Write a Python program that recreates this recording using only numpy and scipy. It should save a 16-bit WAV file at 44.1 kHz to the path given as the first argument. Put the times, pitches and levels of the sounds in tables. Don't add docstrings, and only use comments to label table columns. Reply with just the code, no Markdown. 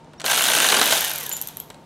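import sys
import numpy as np
from scipy import signal
from scipy.fft import rfft, irfft, next_fast_len
from scipy.io import wavfile
from scipy.ndimage import map_coordinates

SR = 44100
rng = np.random.default_rng(int(sys.argv[2]) if len(sys.argv) > 2 else 0)


def boost(x):
    u = np.asarray(x, float) / 20
    return 10 ** u


def bounce(signal):
    frames = np.transpose(np.atleast_2d(signal))
    limited = np.clip(frames, -1, 1)
    pcm = np.round(limited * 32767).astype(np.int16)
    wavfile.write(sys.argv[1], SR, pcm)


N = 81585

# (frequency [Hz], density [dB/Hz])
AIR_SPECTRUM = [(25, -20), (60, -11), (190, -7), (480, -11), (940, -13), (1500, -24), (4000, -32),
                (9000, -41.5), (15500, -64)]
# (frequency [Hz], width [Hz], level [dB])
FAN_LINES = [(152, 8, -52), (910, 6, -55.5), (356, 20, -66)]

# (time [s], level [dB], brightness [dB])
KNOCKS = [(.045, -55, 2), (0.134, -43.5, -14.5), (.199, -37.5, 11), (0.203, -36, -6), (0.216, -30.5, 7),
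          (0.242, -19, -9), (0.263, -25, 1), (0.814, -10, -3), (0.864, -14.5, -4), (0.909, -39, 1),
          (0.92, -22, -18), (0.924, -10.5, -3.5), (0.95, -41, 19), (1.702, -31.5, -4.5), (1.744, -44, 2),
          (1.315, -30.5, 8), (0.205, -33, 4), (0.788, -15.5, -15), (0.724, -16.5, -20.5)]
# (frequency [Hz], density [dB])
KNOCK_BODY = [(200, -9), (600, 3.5), (1600, -4), (3500, -12.5), (6000, -28.5)]
# (frequency [Hz], density [dB])
KNOCK_EDGE = [(2500, -7.5), (4000, -2), (5500, -9.5), (8000, -6.5), (11000, -20), (16000, -40)]
# (frequency [Hz], width [Hz], gain [dB])
HOUSING = [(880, 130, 1.5), (1524, 280, 5), (2975, 780, 5), (3810, 1040, 6), (6270, 1370, 6),
           (9740, 2900, 4.5)]
# (time [s], frequency [Hz], level [dB], T60 [s])
PINGS = [
    (.179, 5600, -50, .3),
    (1.315, 7090, -22.5, .33),
    (.281, 1570, -25, .6),
    (1.763, 7950, -66, .15),
    (1.312, 3000, -38, .1),
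    (.2445, 500, -14, .018),
    (.2445, 800, -17, .018),
    (1.601, 3300, -45, .15),
    (.181, 3730, -58, .2),
    (1.702, 720, -40, .04),
]
PING_STOP_S = [.016, .05, .06, .05, .02, .02, .02, .05, .016, .02]

# (time [s], level [dB])
RUSH_DB = [(.238, -110), (.25, -31.5), (.3, -23.5), (.7, -20.5), (.8, -27.5), (.85, -21.5), (.95, -20.5),
           (1.05, -26.5), (1.15, -32), (1.3, -39.5), (1.45, -44.5), (1.62, -54), (1.78, -66.5)]
# (frequency [Hz], density [dB/Hz])
RUSH_SPECTRUM = [(71, -59.5), (120, -56), (144, -10), (188, -14.5), (839, 1.5), (1210, -7), (1620, -2),
                 (12500, -7.5), (16000, -14.5)]
# (time [s], level [dB])
RUB_DB = [(.24, -100), (.25, -50), (1.3, -52), (1.55, -68), (1.7, -63), (1.76, -88)]
# (frequency [Hz], density [dB])
PAWL_SPECTRUM = [(3000, -65), (6000, -5), (9000, -9.5), (10500, -7.5), (11600, -4), (12800, 5.5),
                 (14200, -9), (16000, -35.5)]
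# (time [s], frequency [Hz], level [dB])
WHINE = [(.95, 3500, -46), (1.04, 3100, -35), (1.15, 2400, -42), (1.21, 2050, -44), (1.28, 1700, -46),
         (1.36, 1420, -50), (1.45, 1100, -65)]
# (multiple of mesh frequency [1], level [dB])
WHINE_ORDERS = [(1, 0), (.25, -3), (.58, -5)]

# (time [s], level [dB])
JUDDER_DB = [(.24, -32), (.33, -49), (.45, -44.5), (.55, -34.5), (.7, -35.5), (.81, -28), (.84, -37.5),
             (.98, -38), (1.14, -78)]
# (frequency [Hz], density [dB])
JUDDER_SPECTRUM = [(80, -46), (140, -5.5), (300, -3.5), (700, -2), (1500, -52)]

# (time [s], peak [dB], ring [Hz], grind re peak [dB])
BLOWS = [(0.2463, -20, 2750, -19), (0.2617, -5, 4160, -9.5), (0.2794, -10, 2700, -7),
         (0.2986, -11, 3600, -2), (0.3138, -5, 3100, -7), (0.3301, -8, 3900, -5), (0.3452, -9, 3160, -8),
         (0.36, -10, 3650, -9), (0.3758, -5, 3550, -11), (0.3914, -7, 3060, -9), (0.4079, -6, 2750, -12),
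         (0.4225, -3, 3040, -16), (0.4386, -5.5, 3320, -17), (0.4534, -6.5, 3450, -15),
         (0.4684, -7, 3930, -19), (0.4846, -6.5, 3660, -7.5), (0.4999, -4.5, 3200, -10),
         (0.5165, -6, 3340, -8.5), (0.5336, -6, 2780, -7.5), (0.55, -2, 3070, -11), (0.5657, -8, 2540, -9),
         (0.5715, -7, 3950, -14), (0.5847, -8, 2720, -8), (0.6014, -4, 2870, -7.5),
         (0.6212, -7, 3440, -8.5), (0.6263, -7.5, 3070, -8.5), (0.643, -6.5, 3800, -1),
         (0.6661, -4, 2960, -14), (0.6868, -2.5, 3890, -9), (0.7002, -8, 2980, -4.5),
         (0.7213, -5.5, 3880, -4.5), (0.7412, -5.5, 3070, -3.5), (0.7486, -7.5, 2520, -9.5),
         (0.7655, -5.5, 4650, -8), (0.769, -7, 2880, -6.5), (0.788, -9, 3740, -11),
         (0.795, -4.5, 3840, -10), (0.813, -5, 3980, -4.5), (0.8268, -9, 3600, -2), (0.8641, -8, 3750, -13),
         (0.8834, -12, 3510, -4), (0.9092, -6.5, 3860, -11), (0.9508, -15, 4080, -9),
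         (0.968, -8, 3530, -18), (0.9814, -21, 3300, -17), (1.0125, -16.5, 3580, -13),
         (1.0282, -19, 3100, -25), (1.0471, -17, 2940, -31), (1.082, -14, 3560, -16),
         (1.1148, -17.5, 3700, -15)]
# (frequency [Hz], density [dB/Hz])
GRIND_SPECTRUM = [(71, -59), (120, -8), (181, -21), (643, -3.5), (2200, -5), (2990, -9.5), (5190, -13),
                  (13000, -23), (16000, -49)]
# (frequency [Hz], width [Hz], level [dB])
YOKE_MODES = [(1400, 400, 0.5), (2980, 810, 1.5), (3740, 1700, -0.5), (6300, 2200, -7), (9220, 1240, 8.5)]
# (frequency [Hz], density [dB])
CRACK_SPECTRUM = [(2000, -30), (4000, -34), (7000, 23), (9500, 18.5), (12000, 8), (15000, -4)]

# (time [s], position [turns])
CRANK_TURNS = [(.2555, 0), (.2755, 1), (.293, 2), (.325, 4), (.464, 13), (.528, 17), (.597, 21), (.655, 24),
               (.738, 28), (.806, 31), (.844, 33), (.875, 35), (.977, 42), (1.024, 45), (1.077, 48),
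               (1.136, 51)]
# (time [s], peak [dB], dull part [dB])
COAST_TICKS = [(1.0472, -8.5, -32), (1.1568, -18, -24), (1.1592, -15, -28), (1.1804, -16, -21),
               (1.185, -14.5, -26), (1.204, -21, -20), (1.209, -16, -18), (1.2317, -17, -13),
               (1.2373, -19, -5), (1.261, -21, -5), (1.265, -15, -2.5), (1.293, -14, -13), (1.297, -19, -9),
               (1.3271, -13, -11), (1.334, -17.5, -3), (1.367, -13.5, -10), (1.375, -20, -10),
               (1.4143, -11, -14), (1.4228, -16.5, -16), (1.4731, -14, -11), (1.4859, -17, -4.5),
               (1.57, -19, -2), (1.6007, -19, -1), (1.701, -42, 12)]
# (frequency [Hz], width [Hz], level [dB])
TOOTH_MODES = [(7000, 2300, 0.5), (10500, 620, -2.5), (12570, 340, -1.5), (13130, 520, 0),
               (15400, 1500, -10)]
# (frequency [Hz], density [dB])
DULL_SPECTRUM = [(300, 6), (900, 9), (2200, -5), (3500, 10.5), (5000, -7), (8000, -5)]

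# (frequency [Hz], T60 [s])
WALL_T60_S = [(200, 0.088), (2000, 0.45), (8000, 0.19), (14000, 0.22)]
# (frequency [Hz], gain [dB])
SIDE_DB = [(30, -36), (250, -16), (600, -21), (1200, -23), (2500, -16.5), (4500, -10.5), (12000, -9)]


def unit(x):
    return x / np.sqrt(np.mean(x ** 2) + 1e-20)


def along(points, hz):
    f, v = np.transpose(points)
    return np.interp(np.log(hz + 1), np.log(f + 1), v)


def curves(rows):
    s, *cols = np.transpose(rows)
    return [np.interp(np.arange(N) / SR, s, c) for c in cols]


def filtered(x, response):
    m = next_fast_len(N + SR // 2)
    return irfft(rfft(x, m) * response(np.fft.rfftfreq(m, 1 / SR)), m)[..., :N]


def noise(spectrum, peaks=()):
    def response(f):
        bumps_db = sum(db / (1 + ((f - c) / (w / 2)) ** 2) for c, w, db in peaks)
        return boost(along(spectrum, f) + bumps_db)
    return unit(filtered(rng.standard_normal(N), response))


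def wander(knots):
    return map_coordinates(rng.standard_normal(knots), [np.linspace(0, knots - 1, N)])


def decay(t, t60_s, rise_s):
    return boost(-60 * t / t60_s) * (1 - np.exp(-t / rise_s))


def bursts(times, dbs, t60_s, rise_s=0.00019):
    spikes, t = np.zeros(N), np.arange(SR // 8) / SR
    np.add.at(spikes, np.round(np.asarray(times) * SR).astype(int), boost(dbs))
    return signal.fftconvolve(spikes, decay(t, t60_s, rise_s))[:N]


def struck(times, dbs, modes):
    spikes, luck = np.zeros(N), rng.standard_normal((len(times), 6))
    for j in range(3):
        at = (times + 0.0003 * j * np.abs(luck[:, j])) * SR
        np.add.at(spikes, at.astype(int), boost(dbs - 6 * j) * np.sign(luck[:, 3 + j]))

    def response(f):
        total = 0
        for k, (c, w, db) in enumerate(modes):
            gain = (-1) ** k * boost(db) * SR / (2 * np.pi)
            total = total + gain * 1j * f / (c * c - f * f + 1j * f * w)
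        return total
    return filtered(spikes, response)


def air():
    t, hum = np.arange(N) / SR, np.zeros(N)
    for hz, width_hz, db in FAN_LINES:
        resonance = lambda f: 1 / (1 + ((f - hz) / width_hz) ** 2)
        waver = unit(filtered(rng.standard_normal(N), resonance))
        hum += boost(db) * (np.sin(2 * np.pi * hz * t) + 0.29 * waver)
    return boost(-48) * noise(AIR_SPECTRUM) + hum


def knocks():
    t60_s = 0.034
    s, db, bright_db = np.transpose(KNOCKS)
    body = bursts(s, db - bright_db / 2, t60_s, 0.0029) * noise(KNOCK_BODY, HOUSING)
    edge = bursts(s, db + bright_db / 2 + 4.5, t60_s / 3) * noise(KNOCK_EDGE)
    return body + edge


def pings():
    rise_s, damped_db, damping_s = 0.003, -8, 0.0027
    out = np.zeros(N)
    for (s, hz, db, t60_s), stop_s in zip(PINGS, PING_STOP_S):
        t = np.clip(np.arange(N) / SR - s, 0, None)
        damp_db = damped_db * np.clip((t - stop_s) / damping_s, 0, 1)
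        out += boost(db + damp_db) * decay(t, t60_s, rise_s) * np.sin(2 * np.pi * hz * t)
    return out


def gears():
    grit_db = 3.43 * np.tanh(wander(700))
    rush = boost(curves(RUSH_DB)[0] + grit_db) * noise(RUSH_SPECTRUM, HOUSING)
    rub = boost(curves(RUB_DB)[0] + grit_db) * noise(PAWL_SPECTRUM, [(13100, 320, 14)])

    mesh_hz, db = curves(WHINE)
    phase = 2 * np.pi * np.cumsum(mesh_hz) / SR
    lines = sum(boost(d) * np.sin(m * phase) for m, d in WHINE_ORDERS)
    i = np.arange(N)
    sounding = (i > WHINE[0][0] * SR) * (i < WHINE[-1][0] * SR)
    whine = sounding * boost(db + 1.4 * wander(120)) * lines
    return rush + rub + whine


def bolt_judder():
    loaded = np.abs(np.arange(N) / SR - 0.69) < 0.45
    return boost(curves(JUDDER_DB)[0]) * loaded * noise(JUDDER_SPECTRUM)


def yoke_blows():
    ring_t60_s, ring_db, ring_rise_s = 0.009, -2, 0.00047
    times, db, hz, grind_db = np.transpose(BLOWS)
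    times = times + 0.0008
    ring, t = np.zeros(N), np.arange(SR // 40) / SR
    for at, level_db, f in zip(times, db, hz):
        tone = boost(level_db + ring_db) * decay(t, ring_t60_s, ring_rise_s) * np.sin(2 * np.pi * f * t)
        ring[round(at * SR):][:len(t)] += tone
    grind = bursts(times, db + grind_db, 0.04, 0.002) * noise(GRIND_SPECTRUM, HOUSING)
    crack = bursts(times, db - 8, 0.006, 0.00014) * noise(CRACK_SPECTRUM)
    return ring + grind + struck(times, db - 10.5, YOKE_MODES) + crack


def pawl_ticks():
    scatter_s, scatter_db = 0.0007, 2.5
    s, turns = np.transpose(CRANK_TURNS)
    k, luck = np.arange(52), rng.standard_normal((52, 2))
    times = np.interp(k - 0.06, turns, s) + scatter_s * luck[:, 0]
    db = -10.5 - 3 * ((k > 17) & (k < 29)) + scatter_db * luck[:, 1]
    return bursts(times, db, 0.0077, 0.0011) * noise(PAWL_SPECTRUM, [(12700, 4100, 7.1)])


def coasting():
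    s, db, dull_db = np.transpose(COAST_TICKS)
    tooth = struck(s, db - 4.5, TOOTH_MODES)
    hiss = bursts(s, db - 8, 0.015) * noise(PAWL_SPECTRUM)
    dull = bursts(s, db + dull_db - 15, 0.044) * noise(DULL_SPECTRUM)
    return tooth + hiss + dull


def garage(x):
    hz, t, z = signal.stft(rng.standard_normal(SR // 2), SR, nperseg=256)
    fade = boost(-60 * t / along(WALL_T60_S, hz)[:, None])
    tail = signal.istft(z * fade, SR, nperseg=256)[1]
    delayed = np.pad(x, (200, 0))
    return signal.fftconvolve(delayed, tail / np.linalg.norm(tail))[:N]


def scene():
    low_cut = lambda f: 1 / (1 + (130 / (f + 1)) ** 4)
    tool = knocks() + pings() + gears() + bolt_judder() + yoke_blows() + pawl_ticks() + coasting()
    tool = filtered(tool, low_cut)
    mid = tool + boost(-11) * garage(tool) + air()
    side = 0.23 * np.roll(tool, 40) + 0.084 * garage(tool) + air()
    side = filtered(side, lambda f: boost(along(SIDE_DB, f)))
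    return np.array([mid + side, mid - side])


def band_limit(x):
    return signal.sosfilt(signal.butter(12, 16790, fs=SR, output="sos"), x)


def record(dry):
    clip_at, clip_hardness = 0.6, 12
    top_hz, soft_top_hz, soft_top_db = 16790, 15750, -42
    held = dry / (1 + np.abs(dry / clip_at) ** clip_hardness) ** (1 / clip_hardness)

    def band(hz):
        shelf = boost(soft_top_db * np.clip((hz - soft_top_hz) / 250, 0, 1))
        return (hz < top_hz) * shelf / (1 + (35 / (hz + 1)) ** 4)
    return band_limit(filtered(held, band))


dry = scene()
out = record(dry)
bounce(out)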